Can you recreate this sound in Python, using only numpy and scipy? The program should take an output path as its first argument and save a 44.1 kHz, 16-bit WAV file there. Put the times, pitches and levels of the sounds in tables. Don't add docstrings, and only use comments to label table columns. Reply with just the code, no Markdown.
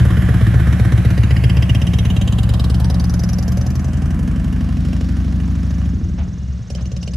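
import sys
import numpy as np
from scipy import signal
from scipy.fft import rfft, irfft, next_fast_len
from scipy.io import wavfile
from scipy.ndimage import uniform_filter1d, map_coordinates

SR = 44100
rng = np.random.default_rng(int(sys.argv[2]) if len(sys.argv) > 2 else 0)


def volts_from_decibels(level):
    exponent = np.asarray(level, float) / 20
    return 10 ** exponent


def unload_audio(sound):
    columns = np.transpose(np.atleast_2d(sound))
    steps = np.round(np.clip(columns, -1, 1) * 32767)
    wavfile.write(sys.argv[1], SR, steps.astype(np.int16))


N = 315888
T = np.arange(N) / SR
SHUT_S, FIRST_BLIP_S = 5.87, 6.68


def unit(x):
    return x / np.sqrt(np.mean(x ** 2) + 1e-20)


def along(points, hz):
    f, v = np.transpose(points)
    return np.interp(np.log(hz + 1), np.log(f + 1), v)


def curves(rows):
    s, *columns = np.transpose(rows)
    return [np.interp(T, s, column) for column in columns]


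def ramp(start_s, takes_s):
    return np.clip((T - start_s) / takes_s, 0, 1)


def filtered(x, response):
    m, fade = next_fast_len(N + SR // 2), np.hanning(8192)
    after = x[..., :-4097:-1] * fade[4096:]
    before = x[..., 4095::-1] * fade[:4096]
    gap = np.zeros(x.shape[:-1] + (m - N - 8192,))
    ends = np.concatenate([x, after, gap, before], axis=-1)
    return irfft(rfft(ends) * response(np.fft.rfftfreq(m, 1 / SR)), m)[..., :N]


def noise(spectrum, channels=1):
    return unit(filtered(rng.standard_normal((channels, N)), lambda hz: volts_from_decibels(along(spectrum, hz))))


def patchy(x, depth_db, size):
    z = signal.stft(x, nperseg=512)[2]
    field = uniform_filter1d(rng.standard_normal(z.shape), size=size, axis=0)
    field = uniform_filter1d(field, size=9, axis=1)
    return unit(signal.istft(z * volts_from_decibels(depth_db * unit(field)), nperseg=512)[1][:N])


def resonance(f, hz, width):
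    return (1j * f * width / (hz * hz - f * f + 1j * f * width)) ** 2


# frequency in Hz, level in dB per Hz.
AIR_COLOUR = [(220, -51), (400, -3), (900, -15.5), (1600, -13.5), (2800, -22), (2860, -8), (2920, -24),
              (4200, -33), (6200, -24), (8500, -31), (11400, -41), (13200, -62)]


def air():
    mid, side = noise(AIR_COLOUR, channels=2)
    return volts_from_decibels(-50) * np.array([mid + 0.062 * side, mid - 0.082 * side])


# time in seconds, pitch in Hz, level in dB.
DOVE_CALLS = [
    [(2.79, 840, -45), (2.85, 900, -37), (2.91, 960, -52)],
    [(3.39, 750, -54), (3.5, 640, -49), (3.58, 730, -44), (3.68, 730, -41)],
    [(5.6, 720, -56), (5.66, 660, -50), (5.72, 600, -45)],
]


def dove():
    out = np.zeros(N)
    for call in DOVE_CALLS:
        hz, db = curves(call)
        sounding = (T > call[0][0]) * (T < call[-1][0])
        out += volts_from_decibels(db) * sounding * np.sin(2 * np.pi * np.cumsum(hz) / SR)
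    return out * volts_from_decibels([[3], [-9]])


# time in seconds, level in dB.
TRILL_LEVEL = [
    (4.75, -62),
    (5.3, -55.5),
    (5.9, -52.5),
    (6.6, -52.5),
    (7.16, -46.5),
]


def trill():
    beat = (T - 6.275) / .0488
    luck = rng.standard_normal((160, 2))[np.floor(beat).astype(int) % 160]
    through = np.clip(beat % 1 / .42, 0, 1)
    hz = (5000 + 2400 * through) * (1 + .015 * luck[:, 0])
    shape = np.sin(np.pi * through ** 0.83) * (T > TRILL_LEVEL[0][0])
    return volts_from_decibels(curves(TRILL_LEVEL)[0] + 1.6 * luck[:, 1]) * shape * np.sin(2 * np.pi * np.cumsum(hz) / SR)


def trill_echoes(bird):
    return sum(volts_from_decibels(db) * np.roll(bird, round(s * SR)) for s, db in [(.0013, -27), (.0031, 4), (.007, -22)])


# frequency in Hz, seconds to fall by 60 dB.
STREET_DECAY = [(60, 1), (300, 0.69), (2000, 0.029), (10000, 0.035)]
# frequency in Hz, level in dB.
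SHARED_ECHO = [(60, -26), (250, -20), (600, -12), (3000, -10), (12000, -13)]
# frequency in Hz, level in dB.
APART_ECHO = [(60, -75), (250, -30), (600, -20), (1200, -19), (3000, -5), (5000, -3), (7000, -2),
              (8800, 3.5), (9800, -7.5), (10500, -22), (11300, -16), (12500, -8)]


def street(x):
    hz, t, z = signal.stft(rng.standard_normal((2, SR // 2)), SR, nperseg=256)
    decay = volts_from_decibels(-60 * t / along(STREET_DECAY, hz)[:, None])
    tails = signal.istft(z * decay, SR, nperseg=256)[1]
    late = np.pad(x, (300, 0))[None]
    both = signal.fftconvolve(late, tails / np.linalg.norm(tails[0]), axes=1)[:, :N]
    shared = filtered(both[0], lambda f: volts_from_decibels(along(SHARED_ECHO, f)))
    apart = filtered(both[1], lambda f: volts_from_decibels(along(APART_ECHO, f)))
    return shared + np.array([apart, -apart])


def metres():
    return 3.32 + 1.9 * T ** 2 / 2


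def spread_db():
    return -20 * np.log10(metres() / 3.32)


def seen():
    return 1 / (1 + np.exp((metres() - 19) / 3))


def shut():
    return ramp(SHUT_S, .08)


def blipped():
    return ramp(FIRST_BLIP_S, 0.015)


def engine_db():
    coasting_s = np.clip(T - SHUT_S, 0, FIRST_BLIP_S - SHUT_S)
    return -15.5 + 0.11 * spread_db() - shut() - 15.5 * coasting_s + 4.5 * blipped()


# time in seconds, frequency in Hz.
ECHO_PEAK_HZ = [(0, 1690), (1, 1950), (1.5, 2590), (2, 3010), (2.5, 4000), (2.8, 4560), (3.2, 5530),
                (3.7, 5900), (4.2, 8700), (5, 11000)]


def off_asphalt(x, share):
    lag = SR / curves(ECHO_PEAK_HZ)[0]
    echo = map_coordinates(x, [np.arange(N) - lag])
    steep = np.clip(lag / 16, 0, 1)
    out = x + share * seen() * (steep * uniform_filter1d(echo, size=5) + (1 - steep) * echo)
    treble = filtered(out, lambda hz: 1 / (1 + (8500 / (hz + 1)) ** 6))
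    return out - np.clip(0.044 * (metres() - 49), 0, 0.17) * treble


# time in seconds, level in dB.
WHIR_LEVEL = [
    (4.2, -60),
    (4.9, -51.5),
    (5.5, -54),
    (6.3, -57),
]


def whir():
    colour = [(2200, -27), (3300, -1), (5500, -2), (7500, -16), (13000, -83)]
    return volts_from_decibels(curves(WHIR_LEVEL)[0]) * noise(colour)[0]


# time in seconds, level in dB, seconds to fall by 60 dB.
CLUNKS = [
    (6.189, -37.5, 0.25),
    (6.786, -39.5, 0.14),
]


def clunks():
    colour = [(250, -29), (500, 8), (2500, -1.0), (5000, -10.5), (13000, -94)]
    knocks = sum(volts_from_decibels(db - 60 * np.abs(T - s) / np.where(T > s, t60, .06)) for s, db, t60 in CLUNKS)
    return knocks * noise(colour)[0]


# time in seconds, engine cycles per second.
ENGINE_SPEED = [(0.0, 8.07), (0.18, 8.68), (0.54, 7.49), (0.72, 8.06), (1.44, 7.56), (1.8, 8.28),
                (2.85, 10.06), (3.3, 10.42), (4.2, 11.78), (4.65, 12.31), (5.88, 13.35), (6.25, 10.52),
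                (6.6, 8.77), (6.8, 9.5), (7.0, 8.85), (7.17, 9.82)]


def revs():
    return curves(ENGINE_SPEED)[0]


def firings():
    cycle = -.445 + np.cumsum(revs()) / SR
    rear_share = 157.5 / 360
    return [np.flatnonzero(np.diff(np.floor(cycle - share), prepend=-1 - (share > 0)))
            for share in (0, rear_share)]


def gas_puffs(fires):
    gate, t = np.zeros(N), np.arange(2000) / SR
    rear_db = -0.5 - 4 * (1 - seen()) * (T < SHUT_S)
    for at, db in zip(fires, (0, rear_db[fires[1]])):
        gate[at] = volts_from_decibels(db + 1.2 * rng.standard_normal(len(at)))
    puff = t ** 2 * np.exp(-t / .0022)
    return unit(signal.fftconvolve(gate, puff)[200:N + 200])


# frequency in Hz, level in dB per Hz.
ROAR_COLOUR = [(220, 14.5), (380, -5), (480, -1), (600, 0), (730, 1.5), (900, -3.5), (1080, -0.5),
               (1450, -2), (1750, 1), (2050, -5), (3130, -8.5), (3480, -15), (6210, -22), (9130, -23),
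               (10100, -13.5), (11200, -15), (12100, -26.5), (13200, -80)]


def roar(gate):
    level_db = engine_db() - 11 + 0.55 * spread_db() - 4 * shut()
    rush = patchy(noise(ROAR_COLOUR)[0], depth_db=1, size=8)
    return volts_from_decibels(level_db) * off_asphalt((1 + .4 * gate) * rush, share=.4)


# frequency in Hz, width in Hz, level in dB.
TIP_MODES = [(1950, 360, 5), (2876, 350, 4.5), (3210, 97, 3), (3790, 270, 1.5), (4780, 200, -3),
             (6270, 180, -14)]


def tips(gate):
    body = lambda f: sum(volts_from_decibels(db) * resonance(f, hz, width) for hz, width, db in TIP_MODES)
    return unit(filtered(gate * rng.standard_normal(N), body))


# start in seconds, length in seconds, level of the spit in dB.
THROTTLE_BLIPS = [
    (6.68, .1, 18),
    (6.78, .16, 13),
    (6.94, .07, 15),
    (7.01, .05, 20),
    (7.06, .05, 21),
    (7.11, .1, 18),
]


def spitting_db():
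    shut_db = -11
    blips = sum((db - shut_db) * (T > s) * (T < s + length) for s, length, db in THROTTLE_BLIPS)
    turning = -31.5 * (1 + np.cos(np.pi * ramp(0, 1.91))) / 2
    return -32 + turning + spread_db() + 0.5 * (1 - seen()) + shut_db * shut() + blips


# frequency in Hz, level in dB per Hz.
NEAR_SPIT = [(300, -30), (480, 2.5), (600, -19), (740, 11), (1000, -65), (1800, -7), (2250, -9), (2800, 2),
             (3200, 6.5), (3450, -11.5), (3700, 1.5), (4200, -6), (5000, 1.5), (5600, -2.5), (6200, -0.5),
             (8000, -9), (11000, -2.5), (12200, -10), (13000, -31), (13500, -86)]
# frequency in Hz, level in dB per Hz.
FAR_SPIT_COLOUR = [(300, -36), (500, 19), (1100, -17), (1700, -10), (2900, 4.5), (3600, -4), (5400, 2),
                   (6500, -2), (8500, -9), (11500, -16), (13000, -40), (13500, -89)]
# time in seconds, extra spit in dB, ring of the pipe tips in dB.
PIPE_AIM = [(0, -15, -50), (.7, 3, -33), (1.05, 0, -8.5), (1.5, -6, -1.5), (2.6, -1.5, -4.5), (3.2, 2, -18),
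            (3.6, 2, -12), (3.8, -1.5, -22), (4.7, -2, -10), (5, 3, -16), (5.4, -1, -9), (5.85, 2, -20),
            (5.95, -6, -42)]


def spit(gate):
    gas = np.sqrt(seen()) * noise(NEAR_SPIT)[0] + np.sqrt(1 - seen()) * noise(FAR_SPIT_COLOUR)[0]
    gas = gate * patchy(gas, depth_db=2.5, size=3)
    bounced = off_asphalt(off_asphalt(gas, share=.8), share=.5)
    aim_db, ring_db = curves(PIPE_AIM)
    ring = volts_from_decibels(-32 + spread_db() + ring_db) * off_asphalt(tips(gate), share=0.99)
    return volts_from_decibels(aim_db + spitting_db() + 0.47) * bounced + ring


def ringing(fires, modes):
    m = next_fast_len(N + SR // 2)
    f = np.fft.rfftfreq(m, 1 / SR)
    uneven_db = .4 + .6 * shut()
    out = 0
    for hz, width, front_db, rear_db, front_ms, rear_ms in modes:
        blows = np.zeros(N)
        for at, db, ms in zip(fires, (front_db, rear_db), (front_ms, rear_ms)):
            luck = uneven_db[at, None] * rng.standard_normal((len(at), 2))
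            late = (ms / 1000 + luck[:, 0] / 10000) * SR
            blows[np.clip(at + late.astype(int), 0, N - 1)] = volts_from_decibels(db + luck[:, 1])
        out = out + rfft(blows, m) * resonance(f, hz, width)
    out = irfft(out, m)[:N]
    return out / np.sqrt(np.abs(uniform_filter1d(out ** 2, SR // 2)) + 1e-20)


# frequency in Hz, width in Hz, front level in dB,
# rear level in dB, front start and rear start in milliseconds after the valve opens.
BOOM_MODES = [(53, 19, -8, -6, 19, -4), (66, 20, 0, 0, 6, 5.2), (89, 26, -7, -9, -2.2, -2.5)]
BARK_MODES = [(113, 21, 0, -1, 3.8, 3)]
YELP_MODES = [(140, 34, 0, -1, 13.4, 4)]
GROWL_MODES = [(176.1, 17.4, 6, 20, 0, -1.54), (208.6, 39.6, 5.7, 0.76, -2.5, 0.63)]
RASP_MODES = [(242.6, 49.6, 16.15, 13.64, -2, 1), (281, 21.4, 1, 8.2, -3, -0.97)]
CHUG_MODES = [(323.6, 48, 8, 13.5, 3, -1), (468.4, 115, 10, -5, -2.5, -5.5), (730, 32, 4, 0, -3, 0.5),
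              (1094, 210, -6.5, -6.5, -5, -4)]


def exhaust(fires):
    speed = revs()
    bark_db = np.maximum(3 - 3.5 * (speed - 8), -5.5)
    yelp_db = -12.5 + 1.42 * (speed - 10.0)
    rasp_db = -21 + 8.5 * np.exp(-((speed - 12.54) / 1.01) ** 2 / 2)
    chug_db = -18.5 + 0.7 * spread_db() + 6.5 * shut() + 7 * blipped()
    pipes = ringing(fires, BOOM_MODES)
    pipes = pipes + volts_from_decibels(bark_db) * ringing(fires, BARK_MODES)
    pipes = pipes + volts_from_decibels(-9) * ringing(fires, GROWL_MODES)
    pipes = pipes + volts_from_decibels(rasp_db) * ringing(fires, RASP_MODES)
    pipes = pipes + volts_from_decibels(yelp_db) * ringing(fires, YELP_MODES)
    pipes = pipes + volts_from_decibels(chug_db) * ringing(fires, CHUG_MODES)
    return volts_from_decibels(engine_db()) * pipes


# harmonic of the engine cycle, level in dB.
IDLE_ORDERS = [(3, 14), (4, 0), (7, -1.5), (8, 4.5), (9, 3), (10, -13), (11, -4.5), (12, -1), (13, 0.5),
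               (14, -4.5), (15, 9.5), (16, 0.5), (17, 2.5), (18, 3.5), (19, -1), (20, 1), (21, 5),
               (22, 1.5), (23, 1.5), (26, -11), (29, 2)]
PULLING_ORDERS = [2, -2, 1, 7, 2, 5, -16, -3, -2, 5, 2, -5, 5, -10, 6, 5.5, -3, 10, -13, -4, 2, 4, 5.5, 5.5,
                  5, 7.5, 2]
CLIMBING_ORDERS = [-2, -1, -3, -1, 1.5, 2, -13, -9, 8, 4.5, -1, -16, 4.5, -10, 5, 8, -10, 16.5, 3, -3, 2, 1,
                   3, -2, -9, 5, 5]
RUNNING_ORDERS = [2, 6, 0.5, -3, -0.5, 4, -11.5, -4.5, 8, 0.5, 5, -0.5, 3, 0, 3, 12.5, -10, 18, 1.5, 4, -5,
                  10.5, -7, 7, -5, 0, -3.5]
COASTING_ORDERS = [-2, 8, -9, 13, 1.5, 14.5, -3, -3, -1.5, -5, 6.5, 3, 3, 5, 1, 12, 2, 9.5, -4, 7.5, 4, 3,
                   -1, 2, 8, 2, 8]


def weigh_harmonics(x):
    steps = 1024
    cycle = np.cumsum(revs()) / SR
    angle = np.arange(int(cycle[-1] + 2) * steps) / steps
    turned = rfft(np.interp(np.interp(angle, cycle, T), T, x))
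    order = np.fft.rfftfreq(len(angle), 1 / steps)

    def change(orders, db):
        gain = volts_from_decibels(np.interp(order, orders, db, left=0, right=0)) - 1
        return np.interp(cycle, angle, irfft(turned * gain, len(angle)))

    out = change(*np.transpose(IDLE_ORDERS))
    stages = [(PULLING_ORDERS, 1.85, 1),
              (CLIMBING_ORDERS, 2.8, 0.8),
              (RUNNING_ORDERS, 3.8, 0.51),
              (COASTING_ORDERS, SHUT_S, .2)]
    for table, start_s, takes_s in stages:
        out = out + ramp(start_s, takes_s) * (change(np.arange(3, 30), table) - out)
    return x + out


def scene():
    fires = firings()
    gate = gas_puffs(fires)
    bird = trill()
    pipes = weigh_harmonics(exhaust(fires))
    ahead = pipes + spit(gate) + roar(gate) + whir() + clunks() + bird
    bass = filtered(pipes, lambda hz: 1 / (1 + (hz / 149) ** 4))
    sent = ahead * volts_from_decibels(-0.011 * spread_db()) + volts_from_decibels(5.5) * ramp(SHUT_S, 0.17) * bass
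    return ahead + street(sent) + trill_echoes(bird) + air() + dove()


# frequency in Hz, left minus right in dB.
PORT_LEAN = [(60, 1.0), (110, 0.5), (200, -0.5), (360, -2.0), (650, -2.5), (1180, -4.0), (2140, -4.5),
             (3880, -2.0), (7050, 0.0), (12800, 0.0)]
# frequency in Hz, lead of the left in radians.
PORT_PHASE = [(60, -.2), (130, -.35), (500, -.4), (1200, 0), (1900, -.4), (2600, .1), (4000, .1),
              (4600, .7), (5400, -.8), (6100, .8), (7000, -.4), (7900, .1), (8900, -.7), (9800, -3),
              (10450, -3.25), (11700, -6.28)]


def microphones(dry):
    half = lambda hz: volts_from_decibels(along(PORT_LEAN, hz) / 2) * np.exp(.5j * along(PORT_PHASE, hz))
    low_cut = lambda hz: 1 + (32 / (hz + 1)) ** 6
    return filtered(dry, lambda hz: np.array([half(hz), 1 / half(hz)]) / low_cut(hz))


MONO_BAND = 3700, 9000


def narrowed(pair):
    side = (pair[0] - pair[1]) / 2
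    band = filtered(side, lambda hz: (hz > MONO_BAND[0]) * (hz < MONO_BAND[1]))
    lost = (1 - volts_from_decibels(-30)) * ramp(4, .25) * (T < FIRST_BLIP_S) * band
    return pair - np.array([lost, -lost])


def roll_off(x):
    return signal.sosfilt(signal.butter(12, 13390, fs=SR, output="sos"), x)


def record(dry):
    ports = narrowed(microphones(dry))
    rounded = ports / (1 + np.abs(ports / .97) ** 6) ** (1 / 6)
    finished = rounded * (1 - ramp(T[-1] - .004, .004))
    return roll_off(finished)


dry = scene()
out = record(dry)
unload_audio(out)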